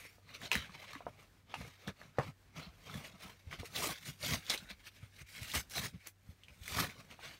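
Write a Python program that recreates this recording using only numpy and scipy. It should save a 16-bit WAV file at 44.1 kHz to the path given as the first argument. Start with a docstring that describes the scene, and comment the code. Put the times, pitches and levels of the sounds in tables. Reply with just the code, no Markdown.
"""A faint hiss and an appliance's hum run throughout, under handling of cards and their plastic wrapping,
light to loud. Each stroke is a swarm of tiny creases over a sliding hiss, with card bends, a sleeve ring
and a low rumble. Stacks knock as short damped modes, stiffer folds snap as rings with noise, and the floor
thumps low. All is close to a microphone in a small quiet room; a near wall answers after milliseconds."""
import sys
import numpy as np
from scipy import signal
from scipy.fft import rfft, irfft, next_fast_len
from scipy.io import wavfile
from scipy.ndimage import uniform_filter1d, map_coordinates

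SR = 44100
rng = np.random.default_rng(int(sys.argv[2]) if len(sys.argv) > 2 else 0)


def output_pcm(signal):
    """Save a mono or channel-first signal as 16-bit PCM at the path in sys.argv[1].

    Samples are clipped to [-1, 1] before scaling.
    """
    pcm = np.clip(np.atleast_2d(signal).T, -1, 1) * 32767
    wavfile.write(sys.argv[1], SR, np.round(pcm).astype(np.int16))


def linear_from_db(decibels):
    """Turn decibels (scalar or array-like) into linear amplitude factors; 0 gives 1."""
    return 10 ** (np.asarray(decibels, float) / 20)


N = 325899  # length in samples


def unit(x):
    """Scaled to rms 1."""
    return x / np.sqrt(np.mean(x ** 2) + 1e-20)


def along(points, hz):
    """Curve of (hz, value) points, read on a log frequency axis."""
    point_hz, value = np.transpose(points)
    return np.interp(np.log(hz + 1), np.log(point_hz + 1), value)


def wobble(rate_hz):
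    """A smooth random curve with rate_hz knots a second."""
    knots = rng.standard_normal(int(N * rate_hz / SR) + 4)
    return map_coordinates(knots, [np.arange(N) * rate_hz / SR])


def shaped(x, response):
    """x filtered by a response given as a function of frequency."""
    size = next_fast_len(N + 8192)
    return irfft(rfft(x, size) * response(np.fft.rfftfreq(size, 1 / SR)), size)[..., :N]


def coloured(x, spectrum):
    """x filtered by a table of gains, at rms 1."""
    return unit(shaped(x, lambda hz: linear_from_db(along(spectrum, hz))))


def rings(start_s, size, hz, t60_s, count, attack_s):
    """Sum of damped sines, one for each start, each lasting count samples."""
    t = np.arange(count) / SR
    fade = linear_from_db(-60 * t / t60_s[:, None]) * (1 - np.exp(-t / attack_s))
    wave = size[:, None] * fade * np.sin(2 * np.pi * hz[:, None] * t)
    at = np.round(start_s * SR).astype(int)[:, None] + np.arange(count)
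    return np.bincount(at.ravel(), wave.ravel(), N + count + SR)[:N]


def creases(count, hz, spread, cycles, spiky_db, size):
    """Tiny folds at random moments, each a brief ring at its own pitch; a few are much larger."""
    when, sign, rank = rng.random((3, count))
    pitch_hz = np.clip(hz * np.exp(spread * rng.standard_normal(count)), 100, SR / 2.5)
    swing = np.sign(sign - 0.5) * linear_from_db(-spiky_db * np.log(rank + 0.008))  # low ranks swing widest
    return unit(rings(when * N / SR, swing, pitch_hz, cycles / pitch_hz, size, attack_s=6e-5))


def flexing(x, depth_db, size, count):
    """A bending sheet keeps changing its modes: random peaks smoothed over size bins and count frames."""
    z = signal.stft(x, nperseg=512)[2]
    field = uniform_filter1d(rng.standard_normal(z.shape), size, 0)
    field = uniform_filter1d(field, count, 1)
    return unit(signal.istft(z * linear_from_db(depth_db * unit(field)), nperseg=512)[1][:N])


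def swells(rows, peak_db):
    """Level over time of a layer: every stroke swells to its own peak and fades; their powers add."""
    swell_db = 20  # gained over the rise, lost over the fall
    roundness = 1.29  # 1 = pointed stroke, 2 = rounded top and steep ends
    peak_s, _, rise_s, fall_s = np.transpose(rows)[:4, :, None]
    t = np.arange(0, N + 64, 64) / SR
    away = np.where(t < peak_s, (peak_s - t) / rise_s, (t - peak_s) / fall_s)
    power = np.sum(linear_from_db(peak_db[:, None] - swell_db * away ** roundness) ** 2, axis=0)
    return np.interp(np.arange(N) / SR, t, np.sqrt(power))


# colour of the steady hiss: hz, gain_db
HISS_COLOUR = [(24, -35), (40, 7.5), (106, -6), (170, -5), (334, -11.5), (639, -16), (1080, -18.5),
               (1290, -18.5), (1690, -14.5), (2170, -20), (2650, -20.5), (5750, -24), (10500, -29),
               (11900, -27.5), (15600, -27)]
# partials of the appliance hum: pitch_hz, level_db (rms, about which the level wavers)
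HUM_PARTIALS = [(96.9, -70.5), (145.3, -90)]


def background():
    """Microphone hiss is coloured noise that flutters; the hum is sines wavering in level and phase."""
    t = np.arange(N) / SR
    waver_db = 3 * wobble(3.5)
    hum = 0
    for pitch_hz, level_db in HUM_PARTIALS:
        phase = 2 * np.pi * pitch_hz * t + 1.24 * wobble(2.6)
        hum = hum + np.sqrt(2) * linear_from_db(level_db + waver_db) * np.sin(phase)
    flutter_db = 2.4 * wobble(15)
    hiss = coloured(rng.standard_normal(N), HISS_COLOUR)
    return linear_from_db(-68.5 + flutter_db) * hiss + hum


# colour of the crinkling wrapping: hz, gain_db
CRINKLE_COLOUR = [(590, -7), (1000, -42), (1240, -16), (1440, 2.5), (1740, 0.5), (2040, -1.5), (4000, 6),
                  (4830, 1.5), (6500, 1), (8450, -34), (14300, -120)]


def crinkle_texture(folds):
    """Mid-pitched folds over sliding noise, with the shifting modes of a bent sheet."""
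    sliding = rng.standard_normal(N)
    return flexing(coloured(folds + 0.85 * sliding, CRINKLE_COLOUR), depth_db=4.6, size=2, count=12)


# colour of the bright top of the wrapping: hz, gain_db
SHEEN_COLOUR = [(3240, -12), (5500, -5.5), (6320, -6.5), (7830, -9), (8890, -6.5), (10400, -9), (12300, -8),
                (15600, -6)]


def sheen_texture():
    """Very short high ticks over sliding noise make the bright edge of the handling."""
    ticks = creases(count=16000, hz=9000, spread=0.5, cycles=5, spiky_db=3, size=48)
    sliding = rng.standard_normal(N)
    return flexing(coloured(ticks + 1.7 * sliding, SHEEN_COLOUR), depth_db=3.5, size=4, count=12)


# colour of the bending cards: hz, gain_db
BODY_COLOUR = [(160, -65), (280, -5.5), (571, -5), (629, -2), (873, -5), (1300, 2), (1690, -32),
               (2860, -120)]


def body_texture():
    """Bending cards give longer, lower-pitched creases under stronger sliding noise."""
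    bends = creases(count=4000, hz=611.5, spread=0.36, cycles=15.5, spiky_db=2, size=512)
    sliding = rng.standard_normal(N)
    return flexing(coloured(bends + 3.86 * sliding, BODY_COLOUR), depth_db=4.3, size=1, count=8)


# modes rung by light rubbing: pitch_hz, width_hz, gain_db
RUB_MODES = [(2213, 380, 25), (3720, 20, -14)]


def rub_texture(folds):
    """Rubbing noise and a trace of the folds drive resonances of the sleeve."""
    def modes(hz):
        total = 0
        for pitch_hz, width_hz, gain_db in RUB_MODES:
            damping = 1j * hz * width_hz
            total = total + linear_from_db(gain_db) * damping / (pitch_hz ** 2 - hz ** 2 + damping)
        return total
    return unit(shaped(rng.standard_normal(N) + 0.071 * folds, modes))


# colour of the low handling rumble: hz, gain_db
RUMBLE_COLOUR = [(24, -41), (40, -22), (70, -5.5), (124, -3), (152, -0.5), (226, -10), (265, -8.5),
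                 (330, -38), (430, -65), (730, -120)]


def rumble_texture():
    """Low noise whose level wavers at random."""
    return coloured(rng.standard_normal(N), RUMBLE_COLOUR) * linear_from_db(-6.0 + 2.75 * wobble(25))


# handling strokes, levels before each layer's trim:
# peak_s, crinkle_db, rise_s, fall_s, sheen_over_crinkle_db, rumble_over_crinkle_db
HANDLING = [ (0.03, -59.5, 0.2, 0.18, 1, -2), (0.312, -59.5, 0.12, 0.067, -8, 2.5),
            (0.351, -43, 0.015, 0.039, -11, -20), (0.434, -43.5, 0.041, 0.077, -8.5, -2),
            (0.535, -38, 0.036, 0.1, -10, -6), (0.575, -45.5, 0.069, 0.12, -13.5, 2),
            (0.752, -48.5, 0.029, 0.05, -18, -4), (0.85, -55.5, 0.31, 0.11, -8.5, -6),
            (0.955, -51.5, 0.18, .065, -12, -4), (1.075, -65.5, 0.15, 0.12, -8, 13),
            (1.236, -64.5, 0.21, .06, -5, 4), (1.368, -73.5, 0.085, 0.1, -8, 10),
            (1.51, -54.5, 0.041, 0.23, -20, -2), (1.592, -53, 0.056, 0.21, -4.5, -16),
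            (1.669, -60.5, 0.17, 0.05, 2, 14), (1.85, -59, 0.15, 0.039, -8, -8),
            (1.888, -44.5, 0.027, 0.033, -17, 5), (2.023, -61, 0.099, 0.19, -7, 3.5),
            (2.215, -51, 0.063, 0.11, -13, 0), (2.295, -57.5, 0.13, 0.037, -7, 9.5),
            (2.54, -73.5, 0.22, 0.091, -15, 11), (2.587, -46.5, 0.042, 0.13, -11, 1.5),
            (2.875, -53.5, 0.037, 0.33, -10, 1), (2.963, -54, 0.21, 0.1, -0.5, 5),
            (3.055, -47.5, 0.042, 0.055, -8, -11), (3.15, -68, 0.057, 0.048, -8, 17),
            (3.239, -52.5, 0.1, 0.19, -4, -4), (3.475, -64.5, 0.06, 0.11, -12, 7),
            (3.518, -46, 0.023, 0.077, -10.5, -0.5), (3.6, -45.5, 0.019, 0.031, -8, 5.5),
            (3.663, -48.5, 0.038, 0.028, 0, -10), (3.766, -37.5, 0.04, 0.27, -3.5, -19),
            (3.838, -35.5, 0.1, 0.087, 0, -5.5), (3.928, -46, 0.24, 0.018, -3, 3),
            (4.088, -44.5, 0.072, 0.059, -0.5, -1.5), (4.244, -35.5, 0.035, 0.13, -4, -4.5),
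            (4.295, -38, 0.081, 0.094, 1, -0.5), (4.342, -38, 0.09, .045, -1.5, 6.5),
            (4.45, -55.5, 0.036, 0.08, -2, -11), (4.5, -36.5, 0.032, 0.058, -7.5, -14),
            (4.541, -36.5, .06, 0.035, -7, -13), (4.6, -57, .06, 0.13, -4, 0),
            (4.708, -41.5, 0.024, 0.033, -9.5, -8.5), (4.8, -64, 0.06, 0.047, -6, -20),
            (4.874, -48, 0.04, 0.023, -5, -21), (4.964, -62, 0.077, 0.15, -2, -21),
            (5.044, -64, 0.15, 0.049, -5, 4), (5.165, -61.5, .075, 0.06, -1, -19),
            (5.217, -52.5, 0.057, 0.018, -1.5, -12), (5.31, -58, 0.043, 0.23, 3.5, -41),
            (5.425, -52, .12, 0.11, -1, 0), (5.5, -45.5, 0.16, 0.1, -1.5, -26),
            (5.558, -35, 0.044, .06, -1.5, -2), (5.604, -47, 0.15, 0.028, 7, 2),
            (5.715, -54, 0.02, 0.056, 8, -27), (5.783, -35, 0.052, 0.053, 0, -6),
            (5.85, -39.5, 0.072, 0.053, -1, 0), (5.948, -63, 0.032, 0.033, -7, 19),
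            (6.015, -66, 0.11, .1, -3, -15), (6.068, -53.5, 0.043, .035, -3, -6),
            (6.299, -67.5, .105, 0.063, 2, 13.5), (6.421, -71.5, 0.065, 0.034, -17, -3),
            (6.495, -63, 0.037, 0.054, -5, 7), (6.57, -69.5, 0.13, 0.11, 2, 3),
            (6.651, -49, .05, 0.23, -0.5, -29), (6.72, -52, 0.096, 0.053, 7.5, 7.5),
            (6.801, -33, 0.1, 0.078, -1.5, -1.5), (6.895, -51.5, 0.11, .12, -6, 3),
            (7.0, -56, 0.041, 0.04, -4, 4.5), (7.06, -66.5, .1, .1, -0.5, 10),
            (7.116, -52, 0.041, 0.055, -10, 3), (7.247, -48.5, 0.077, 0.19, -9, -11.5),
            (7.351, -56.5, 0.23, 0.026, -7.5, -8)]
# light slides of a finger that ring the sleeve, levels before stick and slip:
# peak_s, level_db, rise_s, fall_s
FINGER_SLIDES = [(0.05, -58, 0.28, 0.085), (0.66, -55.5, 0.056, 0.031), (0.87, -59.5, 0.13, 0.19),
                 (1.65, -55, 0.098, 0.037), (2.6, -57, 0.069, 0.088), (4.43, -64, .06, .06),
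                 (5.02, -66, 0.065, .05), (5.205, -56, 0.04, 0.031), (5.36, -56, .12, 0.1),
                 (6.02, -66.5, 0.042, .06), (7.3, -74, 0.079, 0.1)]
# slow trim of the card body, lowest around 4.1 to 4.3 s: time_s, gain_db
CARD_LEVEL = [(0, -7.5), (.6, -10), (1.1, -5), (2.2, -5), (3.3, -5.5), (3.65, -11), (3.85, -5),
              (4.1, -15.5), (4.3, -14.5), (4.4, -10), (4.9, -8), (5.4, -11.5), (6.0, -10.5), (6.8, -7),
              (7.39, -7.5)]


def strokes():
    """Creases and sliding hiss rise and fall together; fingers stick and slip many times a second."""
    db, sheen_db, rumble_db = np.transpose(HANDLING)[[1, 4, 5]]
    folds = creases(count=9000, hz=2800, spread=0.45, cycles=12, spiky_db=1.8, size=240)
    crinkle = swells(HANDLING, db) * crinkle_texture(folds) * linear_from_db(-5.0)
    sheen = swells(HANDLING, db + sheen_db) * sheen_texture() * linear_from_db(-3.0)
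    # strokes with more rumble bend the cards more: 0.35 dB per dB
    card_db = np.interp(np.arange(N) / SR, *np.transpose(CARD_LEVEL))
    body = swells(HANDLING, db + 0.35 * rumble_db) * body_texture() * linear_from_db(card_db)
    # the ring is -67 dB under a -60 dB stroke and grows 0.73 dB per dB of crinkle
    stroke_ring = swells(HANDLING, -67 + 0.73 * (db + 60))
    slide_ring = swells(FINGER_SLIDES, np.transpose(FINGER_SLIDES)[1])
    ring = np.hypot(stroke_ring, slide_ring) * rub_texture(folds)
    rumble = swells(HANDLING, db + rumble_db) * rumble_texture()
    slip = linear_from_db(1.66 * wobble(35) + 1.49 * wobble(120))
    return slip * (crinkle + sheen + body + ring) + rumble


# hollow knocks of a stack, before mode ratios and trims: start_s, level_db, pitch_hz
STACK_KNOCKS = [(0.051, -49.5, 440), (0.182, -52, 625), (0.515, -28.5, 1010), (0.693, -44, 1150),
                (0.838, -46, 1020), (0.932, -39, 1190), (0.951, -37, 1130), (1.005, -38, 680),
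                (1.0658, -26.5, 652), (1.539, -28, 870), (1.611, -39.5, 626), (1.649, -45, 500),
                (1.877, -38, 402), (2.013, -45.5, 620), (2.184, -17, 560), (2.196, -25.5, 770),
                (2.211, -33, 920), (2.943, -46, 535), (3.526, -37.5, 1130), (3.631, -35.5, 460),
                (4.322, -50, 624), (4.499, -35, 766), (4.547, -37.5, 398), (5.54, -32, 1140),
                (5.771, -32.5, 684), (6.787, -23.5, 1180), (7.19, -43, 855)]


def knocks():
    """The stack rings briefly near its pitch and, weaker, at two higher modes."""
    s, db, hz = np.transpose(STACK_KNOCKS)
    start_s = s + 0.0011
    t60_s = np.full_like(s, 0.013)
    out = np.zeros(N)
    for ratio, level_db in [(1.018, 4.5), (1.4, -0.5), (1.9, -6)]:
        out -= rings(start_s, linear_from_db(db + level_db), hz * ratio, t60_s, count=3000, attack_s=0.0008)
    return out


# early wall echoes, before softening: delay_s, gain_db
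WALL_ECHOES = [(.004, -10), (.0085, -41), (0.0127, -13), (0.023, -45)]
# decay of the room tail: hz, t60_s
ROOM_DECAY = [(100, 0.031), (1000, 0.089), (4000, 0.097), (12000, 0.099)]


def room(x):
    """A few soft early walls, then a tail in which each frequency dies at its own speed."""
    early = 0
    for delay_s, gain_db in WALL_ECHOES:
        early = early + linear_from_db(gain_db) * np.pad(x, (round(delay_s * SR), 0))[:N]
    early = shaped(early, lambda hz: 1 / (1 + 1j * hz / 9000))
    hz, t, z = signal.stft(rng.standard_normal(SR // 2), SR, nperseg=256)
    fade = linear_from_db(-60 * t / along(ROOM_DECAY, hz)[:, None])
    tail = signal.istft(z * fade, SR, nperseg=256)[1]
    delayed = np.pad(x, (380, 0))  # samples
    late = signal.fftconvolve(delayed, tail / np.linalg.norm(tail))[:N]
    return early + linear_from_db(-6.5) * late


# folds that snap, levels before each part's trim: start_s, level_db, pitch_hz, sheen_over_level_db
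FOLD_SNAPS = [(0.2907, -43, 2070, -23), (0.349, -39, 2760, -14), (0.416, -35, 1750, -8),
              (0.5152, -9.5, 2570, -16), (0.5284, -21, 2160, -7), (0.5531, -17, 1870, -8),
              (0.7425, -40.5, 2280, -22), (0.9315, -33, 4110, -12), (0.9512, -34.5, 1900, -23),
              (1.5412, -24.5, 2700, -42), (1.875, -29, 3460, -12), (1.8803, -29.5, 1660, -14),
              (2.0152, -39, 1690, -18), (2.1862, -23, 1800, -46), (2.574, -37, 2380, -27),
              (2.597, -40, 2270, -17), (2.8965, -38.5, 1330, -17), (2.9414, -34, 1750, -6),
              (3.0462, -33, 2200, -27), (3.512, -36, 2100, -21), (3.5269, -29.5, 1960, -20),
              (3.5987, -39.5, 2100, -1), (3.6481, -42, 2190, -25), (3.657, -37.5, 2500, -15),
              (3.7733, -27, 2750, -13), (4.2285, -23, 4500, -24), (4.4653, -29.5, 3470, -14),
              (4.4976, -12, 5120, -30), (4.5014, -10.5, 3750, -39), (4.5254, -45, 2340, -17),
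              (4.5454, -25, 2650, -9), (4.576, -22, 3940, -21), (4.7006, -34, 3550, -26),
              (4.8754, -40, 2770, -10), (5.4304, -32.5, 2440, 1), (5.484, -37, 3230, -13),
              (5.5159, -23.5, 3600, -20), (5.5368, -29, 2200, 0.5), (5.5562, -23, 2760, -20),
              (5.6975, -46, 3860, 7.5), (5.743, -60, 3630, -17), (5.76, -32, 2620, -13),
              (5.7812, -27, 1810, -32), (5.8376, -31.5, 1810, -17), (6.0706, -37.5, 2020, 9.5),
              (6.4348, -38.5, 3060, -28), (6.483, -38, 2400, -31), (6.633, -40, 3160, -11),
              (6.6787, -26, 2130, -5), (6.733, -32, 2500, -14), (6.784, -25, 1800, -14),
              (6.898, -33.5, 2200, -15), (6.994, -56, 2220, -6), (7.1115, -37, 2680, -17)]


def snaps():
    """A fold lets go: a short ring at its pitch, a bright crack and a fading noise of smaller releases."""
    s, db, hz, sheen_db = np.transpose(FOLD_SNAPS)
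    s = s + 0.00048
    out = rings(s, linear_from_db(db + 2.5), hz, 14 / hz, count=600, attack_s=0.00042)
    t = np.arange(3000) / SR
    onset = 1 - np.exp(-t / 9e-4)
    bright = signal.butter(2, 4500, "high", fs=SR)
    for at, level_db, pitch_hz, bright_db in zip(s, db, hz, sheen_db):
        noise = rng.standard_normal((2, len(t)))
        around = signal.butter(1, [pitch_hz / 1.5, min(pitch_hz * 1.6, 15000)], "band", fs=SR)
        scatter = unit(signal.lfilter(*around, noise[0])) * linear_from_db(level_db - 22.0 - 60 * t / 0.044)
        crack = unit(signal.lfilter(*bright, noise[1])) * onset
        crack *= linear_from_db(level_db + bright_db - 2 - 60 * t / 0.011)
        piece = out[round(at * SR):][:len(t)]  # a view: adding to it fills out
        piece += (scatter + crack)[:len(piece)]
    return out


# soft thumps through the floor, before delays and trims: start_s, level_db, pitch_hz, board_over_level_db
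FLOOR_THUMPS = [(0.547, -30.5, 209, -3), (0.685, -46, 186, -7), (0.948, -42.5, 280, -25),
                (1.055, -44, 157, -24), (1.597, -41.5, 172, -1), (1.867, -33, 194, -31),
                (2.18, -23.5, 134, -21), (2.579, -45, 250, -24), (2.66, -41.5, 167, -3),
                (2.942, -37, 210, -9), (2.945, -36, 124, -22), (3.242, -47, 191, -5), (3.463, -36, 81, -17),
                (3.583, -37, 67.4, -3), (3.81, -40, 149, -20), (4.079, -35, 150, -12),
                (4.259, -52, 143, -10), (4.331, -32, 155, -7), (4.491, -41.5, 216, -25),
                (4.614, -48, 198, -9), (4.701, -45.5, 196, -2), (5.021, -38.5, 109, -10),
                (5.205, -43.5, 134, -2.5), (5.408, -34, 110, -11), (5.55, -31.5, 80, 0),
                (5.771, -35, 67, -10), (5.933, -42, 103, -5), (6.282, -38, 77, -21), (6.489, -51, 111, 2.5),
                (6.606, -37.5, 65.3, -8), (6.715, -37, 76, -8)]


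def thumps():
    """Low blows come through the carpet with a soft start; a 66 Hz floorboard swings in later."""
    s, db, hz, board_db = np.transpose(FLOOR_THUMPS)
    start_s = s + 0.008
    blow = rings(start_s, linear_from_db(db + 2.0), hz, np.full_like(s, 0.067), count=8000, attack_s=0.0029)
    board = rings(start_s + 0.0087, linear_from_db(db + board_db + 5.5), np.full_like(s, 66),
                  np.full_like(s, 0.1), count=8000, attack_s=0.014)
    return blow + board


def scene():
    """Snaps and knocks sound the room; the strokes are close and dry."""
    blows = snaps() + knocks()
    mix = background() + strokes() + blows + room(blows) + thumps()
    return mix[None]  # one channel


# microphone colour: hz, gain_db
MIC_COLOUR = [(20, -39), (42, -0.5), (9800, 0), (10500, -4), (11200, 0), (15750, -4.5), (15900, -35)]


def microphone(dry):
    """A small microphone passes little deep bass and falls off steeply at the top."""
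    return shaped(dry, lambda hz: linear_from_db(along(MIC_COLOUR, hz)))


def roll_off(x):
    """The treble ends steeply here."""
    return signal.sosfilt(signal.butter(12, 16510, fs=SR, output="sos"), x)


def record(dry):
    """The scene as picked up by the microphone and delivered."""
    mix = microphone(dry)
    return roll_off(mix)


dry = scene()
out = record(dry)
output_pcm(out)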